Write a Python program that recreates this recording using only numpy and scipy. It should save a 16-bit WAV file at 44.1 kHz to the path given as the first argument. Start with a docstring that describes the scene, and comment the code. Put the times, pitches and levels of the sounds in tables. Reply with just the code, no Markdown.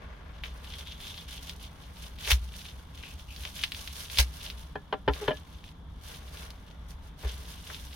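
"""Cling film rustles, crackles and hisses as a knife slits it and fingers peel it off a piece of cheese.
Single creases snap as they flip over, and twice the blade rips through the tight film. Later the knife
tip clatters on the wooden board, and the cheese tips over with a soft scuff. All this is in a parked car:
the small cabin adds short echoes, booms low when the board is jolted and rumbles all the while."""
import sys
import numpy as np
from scipy import signal
from scipy.fft import rfft, irfft, next_fast_len
from scipy.io import wavfile
from scipy.ndimage import map_coordinates

SR = 44100
rng = np.random.default_rng(int(sys.argv[2]) if len(sys.argv) > 2 else 0)


def write(x):
    x = np.atleast_2d(x).T
    wavfile.write(sys.argv[1], SR, np.round(np.clip(x, -1, 1) * 32767).astype(np.int16))


N = 350947
TIME = np.arange(N) / SR

# The tone of each noise, from bass to treble. Each row: frequency in Hz, boost or cut in dB.
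RUMBLE_TONE = [(20, -9.5), (40, -8.5), (61, 1), (80, -5.5), (115, -18.5), (160, -12.5), (215, -21),
               (280, -23), (340, -31.5), (620, -34), (950, -30.5), (1400, -38), (2500, -54), (3400, -37.5),
               (4500, -55), (15000, -72.5)]
SCUFF_TONE = [(100, -1), (280, -17), (430, 0), (600, -17), (1000, -20), (2000, -34), (8000, -57)]
RUB_TONE = [(200, -16.5), (450, 3), (1000, 1.5), (1800, 0), (3000, -8), (6000, -20.5), (16000, -39)]
CRACKLE_TONE = [(500, -41), (1500, -13.5), (2300, -6.5), (3100, 2.5), (3700, 1), (4400, -7), (6200, -11.5),
                (7500, -19.5), (16000, -41)]
HISS_TONE = [(500, -13), (1500, -1), (2200, -1.5), (3500, 4), (6200, 2), (7600, -1), (9300, 0.5),
             (12000, -1.5), (15800, -8)]
RIP_TONE = [(300, -8), (800, -4.5), (1400, -5), (2200, -0.5), (3500, 0.5), (5500, -1), (7500, -6),
            (10000, -6.5), (15800, -12.5)]
# The tone of the two microphone openings. 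Each row: frequency in Hz, left minus right in dB.
LEFT_RIGHT_TONE = [(60, 0.5), (200, -1.7), (400, 1), (1300, 0.5), (2400, 6), (4400, -3), (8100, -4),
                   (15000, -3.5)]
# Jolts of the board that make the cabin boom. Each row: start in seconds, level in dB.
BOARD_JOLTS = [(2.28, -34), (2.317, -16.5), (2.403, -29), (4.186, -16.5), (5.089, -23.5), (7.243, -24)]
# The cheese tips over. Each row: start in seconds, length in seconds, level in dB.
CHEESE_TIPS = [(7.234, 0.028, -43)]
# The knife tip drags over the wood. Each row: start in seconds, length in seconds, level in dB.
TIP_DRAGS = [(5.215, 0.022, -34)]
# The notes that board and blade ring with. Each row: pitch in Hz, level in dB, seconds to fade by 60 dB.
BOARD_NOTES = [(138, -5, 0.096), (210, -19, 0.071), (282.4, -4.5, 0.13), (373, -4.5, 0.037),
               (416, 1.5, 0.092), (502, 2, 0.07), (613, -5, 0.085), (775, -8, 0.084), (872, -3, 0.045),
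               (1015, -7.5, 0.077), (1120, -17, 0.017), (1395, -17, 0.11), (1590, -12, 0.036),
               (1823, -11.5, 0.059), (2110, -34, 0.024), (2365, -13, 0.013), (2820, -3, 0.02),
               (3085, 8.5, 0.015), (3470, -11, 0.091), (3630, -14, .04), (4300, -24, .04),
               (5100, -20, 0.029)]
BLADE_NOTES = [(1702, -5.5, 0.12), (1810, -26, .07), (3230, -9.5, 0.044)]
# The knife bounces on the board. Each row: start in seconds, then the levels in dB of the low body,
# middle clack, high tick and blade ring, then the pitch in Hz that the struck spot favours.
KNIFE_KNOCKS = [(4.7553, -32, -22.5, -41, -35, 850), (4.926, -27, -17.5, -26, -55, 1015),
                (4.9372, -29.5, -22.5, -37, -49, 514), (5.0780, -16, -14, -25, -24, 420),
                (5.0838, -31, -19, -24, -46, 870), (5.095, -25, -20.5, -38, -46, 420),
                (5.2787, -20, -21, -28, -27, 385), (5.2809, -20, -17, -21.5, -35, 620),
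                (5.2938, -31, -29, -32, -31, 1015), (5.3067, -30.5, -21.5, -31, -34, 617),
                (5.3150, -40, -28.5, -34, -34, 3110), (5.3260, -37, -33, -49, -46, 620)]
# The blade scrapes tight film. Each row: start in seconds, length in seconds, level in dB, pitch in Hz.
BLADE_SCRAPES = [(0.728, .025, -47, 3300), (0.778, .04, -51, 3370), (0.857, 0.093, -49.5, 3400),
                 (1, 0.12, -48, 3400), (1.166, 0.023, -47, 3470), (1.284, 0.12, -55, 3280),
                 (3.008, 0.11, -52, 2580), (3.285, .05, -52.5, 2770)]
# Resting fingers never keep quite still. Each row: time in seconds, rub level in dB, rustle level in dB.
FINGER_GRIP = [(0.0, -50, -74), (0.38, -55.5, -70), (0.65, -53.5, -58.5), (1.5, -59.5, -61),
               (1.75, -56, -63), (2.5, -60.5, -58), (2.87, -59, -65), (3.3, -63, -62), (3.8, -62.5, -50),
               (4.55, -56, -57), (4.8, -63, -69), (5.05, -64, -70), (5.45, -59.5, -62.5),
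               (5.85, -66.5, -75.5), (6.3, -53.5, -54), (6.6, -59.5, -65.5), (7.15, -60.5, -75),
               (7.3, -53.5, -53), (7.95, -61, -54)]
# Fingers slide on the wrapped cheese. Each row: start in seconds, length in seconds, level in dB.
FINGER_SLIDES = [(0.435, 0.023, -49), (2.272, 0.0078, -35), (3.445, 0.019, -49), (3.975, 0.035, -59),
                 (4.43, 0.058, -56), (5.115, .15, -47), (6.07, 0.075, -53), (6.35, .17, -55),
                 (7.232, 0.034, -44), (7.688, 0.036, -50.5)]
# Tugs on the film. Each row: start in seconds, length in seconds, crackle level in dB, hiss level in dB.
FILM_TUGS = [(0.335, 0.075, -55, -75), (0.437, 0.051, -45.5, -54.5), (0.635, 0.14, -47.5, -56),
             (0.78, 0.025, -39, -46.5), (0.855, 0.081, -46.5, -57), (1.0, 0.13, -43, -48.5),
             (1.14, 0.093, -52, -53), (1.275, 0.1, -43.5, -48), (1.415, 0.095, -47.5, -49),
             (1.595, 0.069, -47.5, -52.5), (1.8, 0.05, -52.5, -57), (1.955, 0.059, -54, -54.5),
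             (2.005, .07, -48, -49.5), (2.19, 0.078, -43, -45.5), (2.248, 0.094, -35, -38),
             (2.422, 0.022, -63, -51), (2.53, 0.09, -48.5, -49), (2.635, 0.063, -45.5, -52),
             (2.73, 0.091, -77, -60), (2.935, 0.091, -51.5, -56.5), (3.02, 0.11, -49, -53.5),
             (3.175, 0.037, -54, -53.5), (3.28, 0.11, -55, -54.5), (3.37, 0.13, -48.5, -47),
             (3.535, .12, -44, -44.5), (3.725, 0.15, -54, -45.5), (3.935, 0.12, -49, -43.5),
             (4.1, 0.079, -42, -42.5), (4.325, 0.071, -57, -49), (4.405, 0.085, -42.5, -47),
             (4.57, 0.053, -53, -53), (5.12, 0.16, -48.5, -50), (5.29, 0.088, -55.5, -58),
             (5.48, 0.13, -60, -66), (5.635, 0.07, -56, -61), (6.02, 0.15, -51, -48),
             (6.315, 0.15, -53.5, -50.5), (6.66, 0.053, -56.5, -67), (6.88, 0.036, -62, -53),
             (7.02, 0.07, -61, -60.5), (7.182, 0.078, -52.5, -51), (7.265, 0.042, -42.5, -49.5),
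             (7.39, .04, -64, -53), (7.465, 0.076, -51.5, -48.5), (7.66, 0.099, -45.5, -47),
             (7.8, 0.061, -64, -53)]
# The blade rips through. Each row: time the film parts in seconds, seconds at full strength,
# level in dB, build-up before it parts in dB per second.
FILM_RIPS = [(2.31, 0.0063, -23.5, 520), (4.184, 0.024, -24, 1400)]
# Single creases snap. Each row: start in seconds, level in dB, pitch in Hz.
CREASE_SNAPS = [(0.437, -19.5, 2600), (0.4405, -26, 2500), (.459, -30, 2500), (.645, -30, 3100),
                (.7375, -25.5, 3200), (.787, -29, 3420), (.872, -28.5, 3340), (1.004, -31, 3320),
                (1.179, -26.5, 3600), (1.4957, -21, 3600), (2.187, -30, 3200), (2.2485, -22, 3240),
                (2.276, -16, 2880), (2.3083, -6.5, 2500), (2.3169, -2.5, 3100), (2.539, -32, 3050),
                (2.6545, -28.5, 3040), (3.0357, -28.5, 2580), (3.363, -26, 3850), (3.436, -26, 3200),
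                (3.452, -19.5, 2950), (3.592, -24.5, 3000), (3.6366, -11, 2930), (3.639, -9, 3160),
                (3.72, -16.5, 3200), (3.7474, -20.5, 3340), (3.876, -20.5, 3180), (4.100, -24, 3220),
                (4.1736, -12.5, 3450), (4.1868, -2.5, 3600), (4.501, -21, 3330), (5.136, -22, 3340),
                (5.641, -33, 3000), (5.690, -36, 3320), (6.372, -30.5, 3250), (6.505, -28, 4100),
                (7.249, -41, 1410), (7.701, -27, 1470), (7.932, -31, 3420)]


def amp(db):
    """Turn decibels into a number to multiply a sound by."""
    return 10 ** (np.asarray(db) / 20)


def unit(x):
    """Scale a signal so that its average strength (rms) is 1."""
    return x / np.sqrt(np.mean(x ** 2))


def add(out, start, sound):
    """Mix a sound in at a start time in seconds."""
    i = max(int(start * SR), 0)
    out[..., i:i + sound.shape[-1]] += sound[..., :N - i]


def band(x, hz, kind, order=2):
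    """Keep only the lows, the highs or a band in between."""
    return signal.sosfilt(signal.butter(order, np.minimum(hz, SR / 2 - 1), kind, fs=SR, output="sos"), x)


def colour(x, tone, share=1):
    """Shape bass and treble by a tone table, with its dB values multiplied by share."""
    hz, db = np.transpose(tone)
    size = next_fast_len(N + 8192, True)
    freqs = np.maximum(np.arange(size // 2 + 1) * SR / size, 1)
    gain = amp(share * np.interp(np.log(freqs), np.log(hz), db))
    # folding the cepstrum makes the filter ring after a click, never before it
    cepstrum = irfft(np.log(gain), size)
    cepstrum[1:size // 2] *= 2
    cepstrum[size // 2 + 1:] = 0
    return irfft(rfft(x, size) * np.exp(rfft(cepstrum)), size)[..., :N]


def wander(per_s):
    """A curve of size about 1 that glides from one random value to the next."""
    values = rng.standard_normal(8192)
    return unit(map_coordinates(values, [TIME * per_s], order=1, mode="wrap"))


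def slips(per_s, spread_db, bunch_db, bunches_per_s):
    """Tiny slips and buckles: random clicks of very unequal size, louder in bunches."""
    hits = rng.random(N) < per_s / SR
    sizes = amp(spread_db * np.minimum(rng.exponential(size=N), 5))
    signs = rng.choice([-1, 1], N)
    return unit(hits * sizes * signs * amp(bunch_db * wander(bunches_per_s)))


def level_curve(rows, column):
    """Loudness that glides along one dB column of a table, silent outside its times."""
    rows = np.array(rows)
    return amp(np.interp(TIME, rows[:, 0], rows[:, column], left=-150, right=-150))


def strokes(rows, column=2, attack_share=0.17, arch_db=2.5, release_s=0.021, lead_s=0.1):
    """Loudness of strokes that swell, arch and die away; longer ones swell more gently."""
    power, t = np.zeros(N), TIME[:SR // 2] - lead_s
    for row in rows:
        start, length = row[0], max(row[1], 0.005)
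        attack = 0.5 + 0.5 * np.tanh(t / (attack_share * length))
        arch = amp(-arch_db * (2 * np.clip(t / length, 0, 1) - 1) ** 2)
        release = np.exp(-np.maximum(t - length, 0) / release_s)
        add(power, start - lead_s, (amp(row[column]) * attack * arch * release) ** 2)
    return np.sqrt(power)


def cabin_echoes(x, early_db, early_s, tail_db, tail_s):
    """Add early echoes from board and windows and a tail kept short by the seats, in stereo."""
    t = TIME[:SR // 5]
    onset = np.clip(t / 0.0011 - 1, 0, 1)
    early = onset * np.exp(-t / early_s)
    tail = onset * amp(-60 * t / tail_s)
    decay = sum((amp(db) * h) ** 2 / np.sum(h ** 2) for h, db in ((early, early_db), (tail, tail_db)))
    # each click comes from another spot, so its echoes keep their energy but never their pattern
    energy = np.maximum(signal.oaconvolve(x ** 2, decay)[:len(x)], 0)
    return x + np.sqrt(energy) * rng.standard_normal((2, len(x)))


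def echo_once(sound, **room):
    """Give one short sound its own set of cabin echoes."""
    echoes = cabin_echoes(signal.unit_impulse(SR // 6), **room)
    return signal.fftconvolve(sound[None], echoes, axes=1)


def cabin_rumble(level_db=-45, apart_hz=650):
    """The cabin's air rumbles: alike in both ears in the bass, more spread out higher up."""
    middle, side = rng.standard_normal((2, N))
    side = band(side, apart_hz, "highpass", order=1) * amp(-1.5)
    air = colour(np.array([middle + side, middle - side]), RUMBLE_TONE)
    return amp(level_db) * unit(band(air, 24, "highpass"))


def cabin_boom(hz=61, rise_s=0.019, tail_db=-17, tail_s=0.051):
    """A jolt of the board stirs the lowest note of the cabin's air, which swells and dies away."""
    out, t = np.zeros(N), TIME[:SR // 2]
    age = t / rise_s
    swell = age ** 2 * np.exp(2 - 2 * age)
    tail = amp(tail_db) * t / tail_s * np.exp(1 - t / tail_s)
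    for start, db in BOARD_JOLTS:
        add(out, start, amp(db) * (swell + tail) * np.sin(2 * np.pi * hz * t))
    return out


def cheese_scuff():
    """The soft block tips over and shuffles on the board with a dull, padded scuff."""
    return unit(colour(rng.standard_normal(N), SCUFF_TONE)) * strokes(CHEESE_TIPS)


def tip_drag(catches_per_s=425):
    """The knife tip catches on the grain and stutters: a short wooden groan."""
    count = np.cumsum(catches_per_s * (1 + 0.07 * wander(300))) / SR
    # one click each time the count passes a whole number
    catches = np.diff(np.floor(count), prepend=0) * amp(2.5 * wander(400))
    groan = band(catches, [340, 540], "bandpass", order=1)
    return unit(band(groan, 900, "lowpass", order=1)) * strokes(TIP_DRAGS)


def ring(notes, t):
    """The fading notes of a struck thing, one row each; no two blows ring quite alike."""
    hz, db, fade_s = np.transpose(notes)[:, :, None]
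    stray_db, detune = rng.standard_normal((2, len(notes), 1))
    return amp(db + stray_db - 60 * t / fade_s) * np.sin(2 * np.pi * hz * (1 + 0.005 * detune) * t)


def knife_knocks(body_below_hz=560, tick_above_hz=2200, favour_db=6, crack_s=0.0052):
    """Each knock makes the board and the blade ring over a short woody crack."""
    out, t = np.zeros((2, N)), TIME[:SR // 3]
    hz = np.array(BOARD_NOTES)[:, 0]
    signs = (-1) ** np.arange(len(hz))
    for start, body_db, clack_db, tick_db, blade_db, spot_hz in KNIFE_KNOCKS:
        push_db = np.where(hz < body_below_hz, body_db, np.where(hz < tick_above_hz, clack_db, tick_db))
        push_db = push_db + favour_db * np.exp(-(np.log(hz / spot_hz) / 0.07) ** 2)
        grit = rng.standard_normal(len(t)) * np.exp(-t / crack_s)
        clack = amp(clack_db) * band(grit, [150, 1900], "bandpass", order=3)
        tick = amp(tick_db) * band(grit, [2500, 4000], "bandpass", order=3)
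        board = (amp(push_db - 7) * signs) @ ring(BOARD_NOTES, t)
        blade = amp(blade_db) * ring(BLADE_NOTES, t).sum(0)
        knock = band(board + amp(0.5) * (clack + tick) + blade, [90, 5000], "bandpass")
        add(out, start, echo_once(knock, early_db=-5, early_s=0.004, tail_db=-14, tail_s=0.1))
    return out


def blade_scrapes(width_hz=480):
    """Quick slips of the edge ring a stretched patch of film; the tighter it is, the higher it rings."""
    starts, _, _, hz = np.transpose(BLADE_SCRAPES)
    clicks = slips(per_s=840, spread_db=2.5, bunch_db=0.5, bunches_per_s=160)
    clicks = cabin_echoes(clicks, early_db=-6, early_s=0.0027, tail_db=-13, tail_s=0.1)
    # shift the pitch down to zero, keep the lows, shift back: a ring that follows the pitch
    shift = np.exp(2j * np.pi * np.cumsum(np.interp(TIME, starts, hz)) / SR)
    ringing = (band(clicks / shift, width_hz / 2, "lowpass") * shift).real
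    return unit(ringing) * strokes(BLADE_SCRAPES)


def crease_snaps(rise_cycles=0.59, edge_db=-19, edge_db_per_octave=18, middle_hz=3000):
    """A crease flips and swings once or twice; tighter film rings higher, with a sharper edge."""
    out, t = np.zeros((2, N)), TIME[:400]
    for start, db, hz in CREASE_SNAPS:
        age = t * hz / rise_cycles
        swell = age ** 2 * np.exp(2 - 2 * age)
        sharpness = amp(edge_db + edge_db_per_octave * np.log2(hz / middle_hz))
        edge = sharpness * band(swell * rng.standard_normal(len(t)), 3600, "highpass")
        swing = swell * np.sin(2 * np.pi * hz * t)
        click = amp(db) * band(swing + edge, 1100, "highpass", order=1)
        add(out, start, echo_once(click, early_db=-7, early_s=0.0023, tail_db=-3, tail_s=0.073))
    return out


def film_noise(clicks, loudness, tone, early_db):
    """A stream of clicks, echoed by the cabin and given its tone by the film."""
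    tone_gain = np.std(colour(rng.standard_normal(N), tone))
    echoed = cabin_echoes(clicks * loudness, early_db=early_db, early_s=0.001, tail_db=-7, tail_s=0.087)
    return colour(echoed, tone) / tone_gain / np.sqrt(2 + amp(early_db) ** 2)


def finger_rub(stretch, tug_db=-10):
    """Fingers rub the film in tiny slips as they hold, slide and tug."""
    grip = level_curve(FINGER_GRIP, column=1)
    pressure = np.sqrt(grip ** 2 + strokes(FINGER_SLIDES) ** 2 + (amp(tug_db) * stretch) ** 2)
    clicks = slips(per_s=2000, spread_db=2.5, bunch_db=1, bunches_per_s=70)
    return film_noise(clicks, pressure, RUB_TONE, early_db=4.5)


def film_crackle(rustle, held_db=-1):
    """Small creases buckle as the film is tugged or just held."""
    buckles = slips(per_s=450, spread_db=3.3, bunch_db=1.5, bunches_per_s=140)
    loudness = np.hypot(strokes(FILM_TUGS, column=2), amp(held_db) * rustle)
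    return film_noise(buckles, loudness, CRACKLE_TONE, early_db=-1)


def film_hiss(stretch, rustle):
    """Stretched film unsticks from itself with a fine hiss."""
    clicks = slips(per_s=2600, spread_db=3.1, bunch_db=1.5, bunches_per_s=140)
    return film_noise(clicks, np.hypot(stretch, rustle), HISS_TONE, early_db=11.5)


def film_rips(fall_db_per_s=700):
    """A tear builds up, runs through and stops as the film goes slack."""
    loudness = np.zeros(N)
    for parts_at, length, db, build_db_per_s in FILM_RIPS:
        before = np.maximum(parts_at - TIME, 0)
        after = np.maximum(TIME - parts_at - length, 0)
        loudness += amp(db - build_db_per_s * before - fall_db_per_s * after)
    clicks = slips(per_s=7700, spread_db=2.5, bunch_db=2, bunches_per_s=340)
    return film_noise(clicks, loudness, RIP_TONE, early_db=11.5)


def cling_film(level_db=-1.16):
    """The handled film rubs, crackles, hisses and rips."""
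    rustle = level_curve(FINGER_GRIP, column=2)
    stretch = strokes(FILM_TUGS, column=3)
    sound = finger_rub(stretch) + film_crackle(rustle) + film_hiss(stretch, rustle) + film_rips()
    sound = band(sound, 140, "highpass")
    # the surfaces round the microphone add echoes that stay the same
    nearby = cabin_echoes(signal.unit_impulse(SR // 6), early_db=-9, early_s=0.004, tail_db=-11, tail_s=0.1)
    return amp(level_db) * signal.oaconvolve(sound, nearby, axes=1)[:, :N]


def scene():
    """Film, knife, cheese and cabin together."""
    unwrapping = cling_film() + blade_scrapes() + crease_snaps()
    on_board = knife_knocks() + tip_drag() + cheese_scuff()
    return unwrapping + on_board + cabin_boom() + cabin_rumble()


def record(dry, notch_hz=7600, notch_q=6, notch_share=0.51, top_hz=15900):
    """Each microphone opening dulls a narrow treble band and has its own tone; the top is cut steeply."""
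    notched = signal.lfilter(*signal.iirnotch(notch_hz, notch_q, SR), dry)
    left, right = dry + notch_share * (notched - dry)
    heard = np.array([colour(left, LEFT_RIGHT_TONE, 0.5), colour(right, LEFT_RIGHT_TONE, -0.5)])
    return signal.sosfilt(signal.ellip(10, 0.1, 80, top_hz, fs=SR, output="sos"), heard)


dry = scene()
out = record(dry)
write(out)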